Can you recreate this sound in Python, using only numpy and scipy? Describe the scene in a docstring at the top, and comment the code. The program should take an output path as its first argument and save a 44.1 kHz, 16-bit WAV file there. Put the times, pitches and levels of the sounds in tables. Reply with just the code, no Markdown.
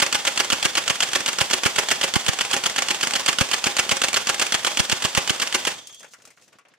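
"""A small motor-driven pellet gun on a board fires eight shots a second into a paper bag, indoors, in stereo.
In each cycle a gear catches the piston, the spring lets go and the piston slams home: impacts excite frame
modes. The pellet then slaps the bag, muzzle air puffs at the microphone ports, and pellets rebound as grain
bursts. The geared whirr follows the spring load until the trigger is let go and it dies away. Last, stray
pellets roll and tick as decaying noise while the filtered-noise hush fades out."""
import sys
import numpy as np
from scipy import signal
from scipy.fft import rfft, irfft, next_fast_len
from scipy.io import wavfile

SR = 44100
rng = np.random.default_rng(int(sys.argv[2]) if len(sys.argv) > 2 else 0)


def undo_db(level):
    """Turn decibels back into plain size, where 20 dB means ten times bigger."""
    steps = np.asarray(level, float) / 20
    return 10 ** steps


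def materialize(psi):
    """Save the field psi as 16-bit PCM at rate SR to the path in sys.argv[1].

    A 1-D psi becomes a single channel; in a 2-D psi each row is a channel.
    """
    bounded = np.clip(np.atleast_2d(psi).T, -1, 1)
    quanta = np.round(bounded * 32767).astype(np.int16)
    wavfile.write(sys.argv[1], SR, quanta)


N = 298998  # samples
RELEASE_S = 5.705  # the trigger is let go


def rms_one(x):
    """Normalisation: scale to unit rms."""
    return x / np.sqrt(np.mean(x ** 2) + 1e-20)


def colour(x, points):
    """Minimum-phase filtering: a folded cepstrum gives a causal, unit-energy response along a spectrum table."""
    hz, level_db = np.transpose(points)
    grid = np.maximum(np.arange(1025) * SR / 2048, 1)
    log_gain = np.log(undo_db(np.interp(np.log(grid), np.log(hz), level_db)))
    cepstrum = irfft(log_gain)
    cepstrum[1:1024] *= 2
    cepstrum[1025:] = 0
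    taps = irfft(np.exp(rfft(cepstrum)))
    taps = taps / np.sqrt(np.sum(taps ** 2))
    return signal.oaconvolve(x, taps * np.ones(x.shape[:-1] + (1,)), axes=-1)[..., :N]


def split(x, hz):
    """Band splitting: third-order parts below and above a frequency."""
    return [signal.sosfilt(signal.butter(3, hz, kind, fs=SR, output="sos"), x) for kind in ("low", "high")]


def resonate(x, hz, width_hz):
    """Forced resonance: one damped pole pair with a gain of about 1 at its peak."""
    r = np.exp(-np.pi * width_hz / SR)
    return signal.lfilter([1 - r, 0, r - 1], [1, -2 * r * np.cos(2 * np.pi * hz / SR), r * r], x)


def clicks(s, gains):
    """Impulse excitation: single samples at the given times."""
    out = np.zeros(N)
    places = np.clip(np.round(np.asarray(s) * SR).astype(int), 0, N - 1)
    np.add.at(out, places, gains)
    return out


def swell(train, rise_s, fall_s):
    """Relaxation: two first-order lags turn each click into a quick rise and an exponential fall."""
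    a, b = np.exp(-1 / (rise_s * SR)), np.exp(-1 / (fall_s * SR))
    falling = signal.lfilter([1], [1, -b], train + 1e-18)
    return signal.lfilter([1 - a], [1, -a], falling)


def grains(per_s, spread_db, apart=0.89):
    """Shot noise: random impacts of uneven size, partly shared by the two ports, normalised to unit rms."""
    sizes = undo_db(spread_db * np.minimum(rng.exponential(1, (3, N)), 5)) * rng.choice([-1, 1], (3, N))
    shared, *own = sizes * (rng.random((3, N)) < per_s / SR)
    own = signal.lfilter([1.5, -.8], [1], own)  # the sides are less alike in the treble
    return rms_one(shared + apart * own)


def strike(s, db, modes, scatter_db):
    """Modal superposition: each blow starts decaying sines within 1.2 ms, in strengths that vary by blow and port."""
    out = np.zeros((2, N))
    chance = rng.standard_normal((len(s), len(modes), 3))
    late = rng.random((len(s), len(modes)))
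    for k, (hz, level_db, t60) in enumerate(modes):
        r, w = undo_db(-60 / (t60 * SR)), 2 * np.pi * hz / SR
        blow_db = db + level_db + scatter_db * chance[:, k, 0]
        trains = [clicks(s + .0012 * late[:, k], undo_db(blow_db + 4.1 * chance[:, k, side])) for side in (1, 2)]
        out += signal.lfilter([0, np.sin(w)], [1, -2 * r * np.cos(w), r * r], np.array(trains) + 1e-18)
    return out


# firing cycles: gear catch t/s, relative catch level/dB, slam delay/ms, relative slam level/dB, relative slap level/dB
CYCLES = [(.0003, -11, 21.5, -23, -16), (0.1262, -10, 21, -18.5, -19.5), (0.2509, -13, 22.3, -17.5, -18.5),
          (0.375, -11.5, 24, -15.5, -19), (0.5014, -10.5, 24, -16.5, -20), (.6269, -11, 23.6, -14.5, -20),
          (0.7526, -11.5, 23.2, -17.5, -21.5), (.878, -11, 21.5, -16.5, -22), (1.0042, -10, 24, -16.5, -23),
          (1.1324, -12.5, 21.8, -18.5, -19.5), (1.2604, -11, 23.6, -20.5, -23.5),
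          (1.3858, -10.5, 23.5, -15, -18), (1.51, -10.5, 23, -13, -20), (1.6343, -11, 24.2, -19, -16),
          (1.7609, -13, 22.7, -15.5, -15.5), (1.8863, -12, 25.3, -18.5, -15),
          (2.0126, -12, 23.6, -17, -18.5), (2.1381, -11.5, 18.6, -20, -21.5),
          (2.2636, -14.5, 20.3, -18.5, -21.5), (2.388, -15, 21.7, -17.5, -25),
          (2.5126, -13.5, 22.5, -18, -20.5), (2.6378, -13, 21.7, -16.5, -20.5),
          (2.7614, -13.5, 21.8, -19, -21.5), (2.8846, -12.5, 20.7, -18.5, -21),
          (3.01, -14.5, 20.2, -18.5, -21.5), (3.1354, -13, 22.4, -16.5, -23), (3.261, -11, 23.6, -13, -19),
          (3.3855, -10, 23.3, -16, -19), (3.5136, -11.5, 22.7, -17, -22.5), (3.6406, -10, 24.6, -20, -18.5),
          (3.7665, -11.5, 24, -14, -19), (3.8925, -12.5, 20.6, -18, -17), (4.017, -9, 21.4, -14.5, -20.5),
          (4.1425, -9.5, 24, -16.5, -20), (4.2705, -11, 21.4, -16, -20), (4.3964, -10, 22.2, -20, -19.5),
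          (4.5218, -9.5, 21.3, -18.5, -19.5), (4.647, -9.5, 21, -21, -20.5),
          (4.7719, -11, 23.4, -13.5, -22), (4.8968, -12, 22.4, -17, -22), (5.0226, -14.5, 25.5, -16, -21),
          (5.1496, -12, 22.5, -26, -16), (5.2754, -13.5, 22.7, -16, -24), (5.399, -15, 21.4, -23, -20.5),
          (5.5247, -16.5, 21.3, -19, -17.5), (5.6503, -14.5, 19.9, -27, -19)]
# free vibrations of the gun frame: f/Hz, relative level/dB, T60/s
FRAME_MODES = [(872, -15, 0.053), (1373, -3.5, 0.031), (2480, -31, 0.0079), (2780, 0.5, 0.017),
               (2965, 0, 0.023), (3340, 1.5, .025), (4336, 1.5, 0.015), (4710, -1, 0.016),
               (5640, -24, .012), (6680, -6, 0.031), (7640, -2, 0.025), (8312, -43, .01)]
# spectrum of hard contacts: f/Hz, relative level/dB
CRACK_SPECTRUM = [(59, -56), (100, -18.5), (1360, -5), (2220, -4), (3050, -2.5), (3940, -10.5),
                  (4570, -8.5), (5900, -7), (8460, -10.5), (12000, -30), (16000, -30)]


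def mechanism():
    """Impact excitation: touch, catch with two bounces, release chatter and slam with rebound ring the frame."""
    s, catch_db, slam_ms, slam_db, _ = np.transpose(CYCLES)
    slam = s + slam_ms / 1000
    contacts = np.concatenate([s - .0013, s + 0.00019, s + .0042, s + 0.0079, slam, slam + 0.0052])
    db = np.concatenate([catch_db - 8, catch_db, catch_db - 6.0, catch_db - 11, slam_db + 6.5, slam_db + 5.5])
    burst = swell(clicks(contacts, undo_db(db + 3.0)), 0.00067, 0.002) * grains(20000, spread_db=2.0)
    crack = colour(burst, CRACK_SPECTRUM)

    # the last gear tooth slips off: a growing chatter rings the frame near 3 kHz and, less, near 1.7 kHz
    luck_db = 4 * rng.uniform(-0.84, 1, len(s))  # from shot to shot
    slips = [(.016, -4.5), (0.0187, 6)]  # time after the catch/s, relative level/dB
    chatter = swell(sum(clicks(s + after, undo_db(slip_db + luck_db)) for after, slip_db in slips), 0.0013, 0.0019)
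    chatter = chatter * grains(9000, spread_db=2.5)
    ring = resonate(chatter, 3060, 360) + undo_db(-8.5) * resonate(chatter, 1680, 500)
    ring = ring + undo_db(-30) * colour(chatter, CRACK_SPECTRUM)
    return crack + ring + strike(contacts, db - 11, FRAME_MODES, scatter_db=1.8)


# free vibrations of the paper bag: f/Hz, relative level/dB, T60/s
BAG_MODES = [(178, -23.5, 0.051), (262, -14, 0.1), (371, -2.5, 0.12), (438, -6.5, 0.07), (545, -3.5, 0.1),
             (658, -6.5, 0.044), (819.5, -7.5, 0.19), (1150, -18, 0.032), (1430, -25, 0.071),
             (1640, -1, 0.065), (1900, 0, 0.029)]
# spectrum of shaken paper: f/Hz, relative level/dB
PAPER_SPECTRUM = [(59, -40.5), (100, -10.5), (736, -1), (1390, 3), (2800, 4.5), (3780, -5.5), (5900, -2),
                  (9020, -8.5), (12000, -22), (16000, -22)]


def bag_slap():
    """Membrane excitation: pellet and muzzle air shake the paper into brief crackle over its ringing modes."""
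    s, slam_ms, bag_db = np.transpose(CYCLES)[[0, 2, 4]]
    hit = s + slam_ms / 1000
    crackle = swell(clicks(hit, undo_db(bag_db + 11.5)), 0.0032, 0.0082) * grains(9000, spread_db=2.0)
    crackle = split(colour(crackle, PAPER_SPECTRUM), 130)[1]
    return crackle + strike(hit + .003, bag_db - 11, BAG_MODES, scatter_db=4.0)


# strong puffs of muzzle air at the microphone ports: centre t/s, left level/dB, right level/dB, width/ms
PUFFS = [(.025, -23, -14.5, 1.9), (0.1503, -15, -20, 1.9), (0.5305, -10, -10, 2.6),
         (0.6563, -11.5, -10, 2.8), (.906, -18, -12, 3.7), (1.416, -22, -10.5, 5.6),
         (1.6602, -15, -4.5, 2.2), (1.7852, -18, -14.5, 5.3), (2.1646, -11, -2, 2.8),
         (2.2914, -6.5, -3.5, 5.2), (3.2897, -12, -8.5, 2.4), (3.414, -3.5, -27, 3.4),
         (3.6661, -34, -11, 1.7), (3.7942, -29, -14, 1.5), (3.9222, -11, -13, 4.6),
         (4.672, -18, -17.5, 1.9), (4.8016, -6, -8, 4.5), (4.929, -13, -7.5, 3.3), (5.0501, -25, -9, 2.8),
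         (5.1781, -16, -4.5, 3.6), (5.306, -14, -7, 2.1)]


def port_pops():
    """Pressure pulses: muzzle air pushes the ports in opposite senses, faintly after every slam, at times strongly."""
    out = np.zeros((2, N))
    s, slam_ms = np.transpose(CYCLES)[[0, 2]]
    faint_db = -21 + 3.0 * rng.standard_normal((len(s), 2))
    faint = np.column_stack([s + slam_ms / 1000 + 0.00338, faint_db, np.full(len(s), 1.63)])
    for at, left_db, right_db, width_ms in np.concatenate([faint, PUFFS]):
        push = rng.choice([-1, 1]) * np.hanning(round(width_ms * SR / 1000)) ** 0.44
        i = round(at * SR) - len(push) // 2
        out[:, i:i + len(push)] += np.outer([undo_db(left_db), -undo_db(right_db)], push)
    return out


# pellets rebounding between shots: t/s, relative level/dB, brightness/dB
REBOUND_HITS = [(0.0631, -11.5, 10), (0.446, -16, 16), (.8384, -25, 12), (0.9552, -19, 14),
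                (1.0877, -19, 11), (1.2047, -14, 12), (1.3298, -19, 17.5), (1.5, -17, 14),
                (2.3322, -18, 18), (2.4493, -15.5, 10), (2.506, -21, 12), (2.5644, -8, 3.5),
                (2.697, -17, 15), (2.821, -11, 17), (2.945, -16.5, 13), (3.0709, -13.5, 16.5),
                (3.108, -18, 19.5), (3.1203, -18, 0), (3.1954, -15, 10), (3.3285, -13, 10),
                (3.864, -22, -6), (3.968, -12, 11), (4.0837, -10, 11.5), (4.1298, -10.5, 10),
                (4.3436, -13.5, 11), (4.4658, -21, 22), (4.6304, -27, 15), (5.36, -21, 8),
                (5.4727, -20, 18)]


def rebounds():
    """Contact stiffness: brightness shares each hit between a hard crack and a dull knock on the bag."""
    # 45 fainter rebounds fall at random
    faint = rng.uniform([0, -34.5, 0], [RELEASE_S, -24.5, 18], size=(45, 3))
    s, db, bright_db = np.transpose(np.concatenate([REBOUND_HITS, faint]))
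    crack = swell(clicks(s, undo_db(db - 5.5 + bright_db / 2)), 0.00031, 0.0051) * grains(17000, spread_db=0.5)
    rattle = swell(clicks(s, undo_db(db - 7.5 - bright_db / 2)), .0015, 0.011) * grains(5400, spread_db=-2.0)
    rattle = split(colour(rattle, PAPER_SPECTRUM), 3000)[0]
    knock = strike(s, db - 20 - bright_db / 2, BAG_MODES, scatter_db=4.0)
    return colour(crack, CRACK_SPECTRUM) + rattle + knock


# gearbox shell resonances: f/Hz, width/Hz, relative level/dB
SHELL_RESONANCES = [(3273, 70, 0), (3515, 70, -2), (4549, 120, -15), (5749, 150, -14), (6487, 60, -1),
                    (7612, 150, -15)]
# spectrum of the whirr: f/Hz, relative level/dB
WHIRR_SPECTRUM = [(35, -57), (60, -18), (785, -2.5), (1220, -4.5), (1740, -3.5), (2580, -4), (3500, -0.5),
                  (4030, -7.5), (4420, -5), (7940, -8.5), (12000, -26.5), (16000, -25.5)]
# load through one cycle as the spring is wound: time after the catch t/ms, relative level/dB
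SPRING_LOAD = [(0, -45.5), (18, -24), (45, -31.5), (58, -28), (72, -24.5), (95, -31), (122, -29.5)]


def motor():
    """Forced vibration: gear teeth and loose pellets chatter with the spring load and ring the gearbox shell."""
    t, s = np.arange(N) / SR, np.transpose(CYCLES)[0]
    since_ms = 1000 * (t - s[np.maximum(np.searchsorted(s, t) - 1, 0)])
    load = undo_db(np.interp(since_ms, *np.transpose(SPRING_LOAD)))
    # the whirr dies at 130 dB/s; the shell keeps ringing until the gears stand, then falls at 170 dB/s
    whirr_db = 1.2 - 130 * np.maximum(t - RELEASE_S, 0)
    shell_db = -17 - 170 * np.maximum(t - 6.01, 0)

    # contacts come in clumps
    clumps = rms_one(swell(np.abs(grains(160, spread_db=5.5)[0]), 0.0016, 0.0045) + .05)
    steady = grains(3000, spread_db=2.5) * (.9 + .55 * clumps)
    teeth = grains(7000, spread_db=1.5) * (0.82 + 0.28 * clumps)
    shell = 0
    for hz, width_hz, db in SHELL_RESONANCES:
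        shell = shell + undo_db(db) * resonate(resonate(steady, hz, width_hz), hz, 3 * width_hz)
    return load * (undo_db(whirr_db) * colour(teeth, WHIRR_SPECTRUM) + undo_db(shell_db) * rms_one(shell))


# pellets ticking after the last shot: t/s, relative knock level/dB, knock centre f/Hz, relative tick level/dB
PELLET_TICKS = [(5.871, -59, 2760, -30), (5.894, -43, 826, -44), (5.925, -58.5, 2800, -38),
                (5.945, -58, 2730, -35), (5.995, -62, 2800, -38), (6.005, -43, 474, -46),
                (6.03, -42, 1500, -39.5), (6.044, -39, 448, -46), (6.135, -38.5, 1430, -36),
                (6.198, -51, 1470, -62), (6.22, -61, 468, -45), (6.252, -49.5, 1320, -36.5),
                (6.274, -52, 2370, -44), (6.304, -49.5, 2140, -44), (6.374, -48, 1360, -61),
                (6.422, -57, 2680, -47), (6.479, -54, 1690, -47), (6.528, -45, 705, -51),
                (6.586, -44, 1190, -48), (6.651, -45, 633, -60), (6.684, -53, 573, -52),
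                (6.738, -52, 1670, -55)]


def ticks():
    """Damped impact noise: stray pellets drop and roll, a dull rattle on paper and a bright tick on the board."""
    s, knock_db, centre_hz, tick_db = np.transpose(PELLET_TICKS)
    rattle = split(colour(grains(4000, spread_db=3.5), PAPER_SPECTRUM), 3000)[0]
    dull = np.zeros((2, N))
    fall = np.exp(-np.arange(6000) / SR / 0.015)  # decay constant 15 ms
    for at, db, hz in zip(s, knock_db, centre_hz):
        i = round(at * SR)
        shaken = undo_db(db) * rattle[:, i:i + len(fall)] * fall[:N - i]
        dull[:, i:i + len(fall)] += shaken + undo_db(5.5) * resonate(shaken, hz, 270)
    tick = swell(clicks(s, undo_db(tick_db)), .0002, 0.0092) * grains(9000, spread_db=2.0)
    bright = split(colour(tick, PAPER_SPECTRUM), 4200)[1]
    return undo_db([[1.5], [-.6]]) * (dull + undo_db(3.5) * bright)


def room(x):
    """Reverberation: ten reflections a side off board and backdrop, then eight dulling feedback delays."""
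    t60_s, wall_cut_hz = 0.25, 4900  # decay before the dulling; low-pass of each pass
    size = next_fast_len(N + SR)
    w = 2 * np.pi * np.arange(size // 2 + 1) / size
    dull = 1 / (1 + 1j * w * SR / (2 * np.pi * wall_cut_hz))
    near_s, far_s = rng.uniform(0.00102, .009, (2, 10)), rng.uniform(0.012, .037, (2, 8))
    out = []
    for side, near, far in zip(x, near_s, far_s):
        response = sum((-1) ** k * undo_db(-23.5) * np.exp(-1j * w * round(lag * SR)) for k, lag in enumerate(near))
        for k, lag in enumerate(far):
            loop = undo_db(-60 * lag / t60_s) * dull * np.exp(-1j * w * round(lag * SR))
            response = response + (-1) ** k * undo_db(-15.5) * loop / (1 - loop)
        out.append(irfft(rfft(side, size) * response, size)[:N])
    return np.array(out)


# spectrum of room noise and rustle: f/Hz, relative level/dB
HUSH_SPECTRUM = [(12, -47), (20, -21), (130, 3.5), (388, 1), (513, 4), (1260, -6.5), (2320, -6.5),
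                 (6720, 0), (11000, -16), (16000, -22)]
# fading of the hush: t/s, level below 3.5 kHz/dB, level above/dB
HUSH_FADE = [(5.8, -52, -58), (5.938, -64.5, -65), (6.064, -59.5, -55), (6.254, -61.5, -67),
             (6.402, -60.5, -59), (6.538, -62, -65.5), (6.664, -66, -81), (6.78, -66, -81)]


def hush():
    """Filtered noise: quiet room noise and fine rustle that comes in patches, darkening as it fades."""
    s, low_db, high_db = np.transpose(HUSH_FADE)
    low, high = split(colour(grains(8700, spread_db=2.0, apart=1.0), HUSH_SPECTRUM), 3500)
    patches = swell(np.abs(grains(45, spread_db=2.5)), .003, .012) + 9.0
    t = np.arange(N) / SR
    low = undo_db(np.interp(t, s, low_db)) * rms_one(low * patches[0])
    high = undo_db(np.interp(t, s, high_db)) * rms_one(high * patches[1])
    return low + high


def scene():
    """Superposition: gun and bag arrive 2 samples later and 2 dB softer on the left, then room and hush join."""
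    left, right = mechanism() + bag_slap() + rebounds() + motor()
    near = np.array([np.roll(left, 2), right]) * undo_db([[-1], [1]])
    near = near + ticks()
    return undo_db(-1.5) * (near + room(near)) + hush() + port_pops()


def top_cut(x):
    """Nothing passes above the cut-off."""
    return signal.sosfilt(signal.butter(12, 16850, fs=SR, output="sos"), x)


def record(dry):
    """Transduction: a small microphone cuts the bass, resonates at its port, rounds peaks and cuts the top."""
    cut = signal.sosfilt(signal.butter(2, 85, "high", fs=SR, output="sos"), dry)  # pops gain an undershoot
    cut = cut + 0.18 * resonate(cut, 10600, 1670)
    rounded = np.tanh(cut)
    finished = signal.sosfilt(signal.cheby2(10, 50, 16400, fs=SR, output="sos"), rounded)
    return top_cut(finished)


dry = scene()
out = record(dry)
materialize(out)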